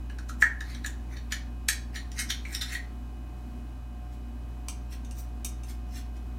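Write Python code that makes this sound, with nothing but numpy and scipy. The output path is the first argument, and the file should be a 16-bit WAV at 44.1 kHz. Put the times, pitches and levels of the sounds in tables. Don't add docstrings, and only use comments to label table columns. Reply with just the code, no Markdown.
import sys
import numpy as np
from scipy import signal
from scipy.fft import rfft, irfft
from scipy.io import wavfile
from scipy.ndimage import uniform_filter1d

SR = 44100
rng = np.random.default_rng(int(sys.argv[2]) if len(sys.argv) > 2 else 0)


def store_wav(level_fs):
    pcm = np.round(np.clip(np.atleast_2d(level_fs), -1, 1) * 32767)
    wavfile.write(sys.argv[1], SR, pcm.T.astype(np.int16))


N = 281358
TIME = np.arange(N) / SR
SHORT_TIME = np.arange(2 ** 14) / SR
SHORT_HZ = np.arange(2 ** 13 + 1) * SR / 2 ** 14
LEAD_S = .13

# pitch_hz, width_hz, level_db
OYSTER_RINGS = [(2290, 74, -9.5), (2900, 360, 0), (3860, 290, -1), (4500, 400, 0.5), (5400, 297, -1),
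                (5930, 290, 5.5), (6880, 250, 1.5), (8650, 440, 0), (9290, 350, -1), (10390, 255, -10),
                (12200, 700, -26.5), (14400, 1200, -7.5)]


def undb(db):
    return 10 ** (np.asarray(db) / 20)


def level(sound, db):
    return sound * undb(db) * np.sqrt(.05 * SR / np.sum(sound ** 2))


def add(track, peak_s, sound):
    start = int((peak_s - LEAD_S) * SR)
    lo, hi = max(start, 0), min(start + len(sound), N)
    track[lo:hi] += sound[lo - start:hi - start]


def drift(turns_per_s):
    size = int(SR / turns_per_s)
    steps = np.repeat(rng.standard_normal(N // size + 1), size)
    return 1.232 * uniform_filter1d(steps, size)[:N]


def resonance(hz, width_hz):
    loss = 1j * SHORT_HZ * width_hz
    return loss / (hz ** 2 - SHORT_HZ ** 2 + loss)


def ring(force, response, tilt_db=0):
    octaves = np.log2(np.maximum(SHORT_HZ, 2000) / 2000)
    return irfft(rfft(force) * response * undb(tilt_db * octaves))


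def shell_response(rings, snap_db, low_hz, grip_shift):
    shift, weight = rng.standard_normal((2, len(rings)))
    ringing = sum((-1) ** k * undb(db + 1.5 * weight[k]) * resonance(hz * (1 + grip_shift * shift[k]), w)
                  for k, (hz, w, db) in enumerate(rings))
    bass_cut = resonance(low_hz, low_hz) * 1j * SHORT_HZ / low_hz
    return bass_cut * (ringing + undb(snap_db) * resonance(2400, 10000))


def grains(swell_s, fade_s, per_s, spread_db):
    t = SHORT_TIME - LEAD_S
    envelope = np.exp(np.where(t < 0, t / swell_s, -t / fade_s))
    happens = rng.random(len(t)) < per_s / SR
    size = undb(spread_db * np.minimum(rng.exponential(size=len(t)), 4))
    return envelope * happens * size * rng.choice([-1, 1], len(t))


def crackle(swell_s, fade_s, per_s, spread_db, sharpness=7, count=14):
    pitches = np.geomspace(1500, 15000, count) * np.exp(0.054 * rng.standard_normal(count))
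    spots = [ring(grains(swell_s, fade_s, per_s, spread_db), resonance(hz, hz / sharpness))
             for hz in pitches]
    return sum(spot * np.sqrt(hz) / np.linalg.norm(spot) for spot, hz in zip(spots, pitches))


def sine(hz, db):
    return np.sqrt(2) * undb(db) * np.sin(2 * np.pi * hz * TIME)


def wavering_tone(hz, db, waver_hz):
    phase = 2 * np.pi * np.cumsum(hz + waver_hz * drift(14)) / SR
    return np.sqrt(2) * undb(db + 0.86 * drift(6.8)) * np.sin(phase)


def fridge_motor(motor_hz=58.66, mains_hz=60):
    # time_s, level_db
    drone_levels = [(0.15, -36), (2.57, -37), (3.55, -39), (5.22, -36), (6.2, -36)]
    # multiple, motor_db, mains_db
    overtones = [(2, -63.5, -52), (4, -63.5, -61)]
    drone = sine(motor_hz, np.interp(TIME, *np.transpose(drone_levels)))
    return drone + sum(sine(k * motor_hz, motor_db) + sine(k * mains_hz, mains_db)
                       for k, motor_db, mains_db in overtones)


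def fridge_fan(main_hz=724, throb_hz=1.6):
    # pitch_hz, level_db, waver_hz
    whines = [(237.5, -57.5, .6), (599, -69.5, .6), (752.3, -68.5, 2), (838, -75, 3), (1057, -69, 1.2),
              (1210, -74, 2.01), (1582, -72.5, 7), (2520, -71.5, 7.03), (2955, -74.5, 8.07),
              (3946, -81.5, 12)]
    # pitch_hz, level_db (in each 1 Hz band)
    air_levels = [(25, -82), (45, -82), (82, -66.5), (97, -76.5), (155, -79), (188, -74.5), (215, -73.5),
                  (260, -71.5), (350, -79.5), (480, -90), (900, -89), (2000, -99), (4000, -105),
                  (8000, -109), (15500, -113)]
    main_db = -65 + 3 * np.clip((TIME - 2.58) / .2, 0, 1)
    throb = 1 - undb(-10.5) * np.cos(2 * np.pi * throb_hz * TIME)
    whine = throb * wavering_tone(main_hz, main_db, waver_hz=1)
    whine += sum(wavering_tone(*row) for row in whines)
    air_hz, air_db = np.transpose(air_levels)
    bins_hz = np.maximum(np.arange(N // 2 + 1) * SR / N, 1)
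    colour = undb(np.interp(np.log(bins_hz), np.log(air_hz), air_db)) * np.sqrt(SR / 2)
    air = irfft(rfft(rng.standard_normal(N)) * colour, N)
    return whine + air * undb(0.45 * drift(5.8))


def hollow_knock(hz, db, fade_s, lag_s=0.00221):
    jolt = np.zeros(len(SHORT_TIME))
    jolt[int((LEAD_S + lag_s) * SR)] = 1
    boom = ring(jolt, resonance(hz, 215) * resonance(hz, 470) ** 2)
    crumbs = grains(0.0022, 1.2 * fade_s, per_s=6000, spread_db=2.4)
    grit = ring(crumbs, resonance(1.05 * hz, 700) * resonance(hz, 1300) ** 2)
    handle_and_palm = resonance(810, 214) * resonance(1276, 700)
    handle_and_palm += 0.29 * resonance(750, 692) * resonance(660, 900)
    thud = ring(jolt, handle_and_palm)
    return level(level(boom, 0) + level(grit, -13) + level(thud, -25), db)


def crunch(force, shell, db, flake_hz, flake_db):
    octaves = np.log2(flake_hz / 7000)
    whole = ring(force, shell, tilt_db=4.5 * octaves)
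    flake = ring(force, resonance(flake_hz, 800) * resonance(flake_hz, flake_hz / 2))
    return level(level(whole, 0) + level(flake, flake_db - 5.5 * octaves), db)


def knife_cracks():
    # peak_s, swell_s, fade_s, hollow_db, crunch_db, flake_hz
    cracks = [(.098, 0.00054, 0.0048, -54, -57.5, 2750), (.186, .0004, 0.0034, -51, -55.5, 4540),
              (.293, 0.0031, .006, -46.5, -50.5, 6400), (.4226, 0.0014, 0.0023, -18.5, -40.5, 7600),
              (.607, .001, .002, -42, -49.5, 4740), (.748, .0015, 0.0024, -57, -50.5, 3570),
              (.845, 0.0019, 0.0035, -38.5, -47, 4330), (.862, .001, .002, -48, -42, 7600),
              (1.17, 0.0043, 0.0049, -58.5, -52.5, 4000), (1.322, 0.0012, 0.0037, -37, -36, 4520),
              (1.686, 0.00072, 0.0024, -31.5, -26.5, 6400), (1.959, 0.0013, 0.012, -43.5, -43.5, 4000),
              (2.117, 0.00043, 0.0029, -66, -52.5, 4900), (2.191, 0.0017, .0036, -44, -38.5, 6600),
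              (2.305, 0.0018, 0.0025, -48, -33, 3540), (2.452, .0004, .0035, -49, -48, 2400),
              (2.550, 0.0028, 0.002, -55, -35.5, 5460), (2.613, .0012, 0.0035, -54, -38.5, 4070),
              (2.75, 0.0015, 0.0053, -38, -46, 3550)]
    # time_s, pitch_hz
    gap_pitches = [(.1, 1650), (.29, 1370), (.42, 1746), (.85, 1720), (2, 1780), (2.35, 2260), (2.75, 1920)]
    out = np.zeros(N)
    for peak_s, swell_s, fade_s, hollow_db, crunch_db, flake_hz in cracks:
        fracture = grains(swell_s, fade_s, per_s=8000, spread_db=3.1)
        crumbs = crackle(2 * swell_s, 3 * fade_s, per_s=900, spread_db=2.92)
        force = level(fracture, 0) + level(crumbs, -8)
        shell = shell_response(OYSTER_RINGS, snap_db=-7.5, low_hz=1717, grip_shift=.012)
        gap_hz = np.interp(peak_s, *np.transpose(gap_pitches))
        knock = hollow_knock(gap_hz, hollow_db, fade_s)
        add(out, peak_s, knock + crunch(force, shell, crunch_db, flake_hz, flake_db=-6.5))
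    return out


def knife_scrapes():
    # peak_s, length_s, hollow_db, crunch_db, flake_hz
    scrapes = [(0.414, .014, -62, -47.5, 8500), (.715, 0.1, -52, -49.5, 4300),
               (1.133, 0.034, -54.5, -57.5, 4000), (1.316, 0.013, -55, -53.5, 3740),
               (1.954, .014, -51, -50, 4700), (2.201, 0.027, -42, -34.5, 5950),
               (2.303, 0.01, -72, -38, 5100), (2.534, 0.055, -49, -44.5, 6060),
               (2.622, 0.01, -59, -37, 3670), (2.692, 0.076, -48.5, -46, 3900),
               (2.732, 0.032, -41, -42.5, 6050)]
    out = np.zeros(N)
    for peak_s, length_s, hollow_db, crunch_db, flake_hz in scrapes:
        force = crackle(.56 * length_s, .44 * length_s, per_s=300, spread_db=3.9, count=22)
        shell = shell_response(OYSTER_RINGS, snap_db=-2.5, low_hz=1390, grip_shift=0.092)
        gap = ring(force, resonance(2020, 680) * resonance(1720, 1600))
        add(out, peak_s, level(gap, hollow_db) + crunch(force, shell, crunch_db, flake_hz, flake_db=-11))
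    return out


def finger_rubs():
    # peak_s, length_s, level_db, tilt_db (per octave)
    rubs = [(4.136, .022, -65, -1), (4.93, 0.022, -51, -2.5), (5.192, 0.034, -50, 4),
            (5.698, 0.032, -51, -.7), (5.969, .05, -47, -2), (6.167, 0.018, -63.5, -4)]
    held_shell = undb(1) * resonance(5660, 450) + resonance(2700, 9300)
    held_shell += undb(-25.5) * resonance(14300, 2000)
    out = np.zeros(N)
    for peak_s, length_s, db, tilt_db in rubs:
        force = crackle(.57 * length_s, .43 * length_s, per_s=350, spread_db=3.6, sharpness=26, count=20)
        add(out, peak_s, level(ring(force, held_shell, tilt_db), db))
    return out


def shell_taps():
    # peak_s, fade_s, level_db, tilt_db (per octave)
    taps = [(4.685, 0.0015, -41, -1.5), (5.047, .007, -58, -4), (5.111, 0.0019, -54.5, -1.5),
            (5.447, 0.005, -38, 1), (5.634, .006, -56, -0.5)]
    # pitch_hz, width_hz, level_db
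    top_rings = [(2340, 98, -2.5), (2802, 83, 3.5), (3675, 72, 1), (5900, 100, 9), (5970, 810, 2.5),
                 (6500, 100, 9), (7400, 200, -8), (8250, 110, 5), (8670, 220, -5), (10280, 97, 4.5),
                 (12000, 140, -18), (13100, 250, -11), (13200, 160, -15), (14600, 330, -11)]
    low_ring = undb(-7) * resonance(980, 400)
    out = np.zeros(N)
    for peak_s, fade_s, db, tilt_db in taps:
        shell = shell_response(top_rings, snap_db=-11, low_hz=2200, grip_shift=0.012)
        force = grains(0.00053, fade_s, per_s=9000, spread_db=3.7)
        add(out, peak_s, level(ring(force, shell + low_ring, tilt_db), db))
    return out


def kitchen(sound, tail_db=-6, scatter_db=-6, scatter_s=0.017):
    # delay_s, gain
    echoes = [(.0047, 0.28), (.0094, 0.29), (0.015, 0.13), (.0205, .12), (.043, 0.12)]
    # pitch_hz, fade_s
    room_fades = [(1000, 0.37), (2000, 0.33), (4000, 0.34), (8000, 0.25), (14000, 0.2)]
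    response = np.zeros(len(SHORT_TIME))
    response[0] = 1
    for delay_s, gain in echoes:
        response[int(delay_s * SR)] += gain
    tail_noise, scatter_noise = rng.standard_normal((2, len(SHORT_TIME)))
    build_up = 1 - np.exp(-(SHORT_TIME / 0.0071) ** 2)
    band_hz, fades_s = np.transpose(room_fades)
    bands = [irfft(rfft(tail_noise) * np.interp(SHORT_HZ, band_hz, share))
             for share in np.eye(len(band_hz))]
    tail = build_up * sum(band * undb(-60 * SHORT_TIME / fade_s) for band, fade_s in zip(bands, fades_s))
    scatter = build_up * scatter_noise * np.exp(-SHORT_TIME / scatter_s)
    response += undb(tail_db) * tail / np.linalg.norm(tail)
    response += undb(scatter_db) * scatter / np.linalg.norm(scatter)
    return signal.fftconvolve(sound, response / np.linalg.norm(response))[:N]


def scene():
    oyster = knife_cracks() + knife_scrapes() + finger_rubs() + shell_taps()
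    return (kitchen(oyster) + fridge_motor() + fridge_fan())[None]


def record(dry):
    return signal.sosfilt(signal.ellip(10, .2, 80, 15800, fs=SR, output="sos"), dry)


dry = scene()
out = record(dry)
store_wav(out)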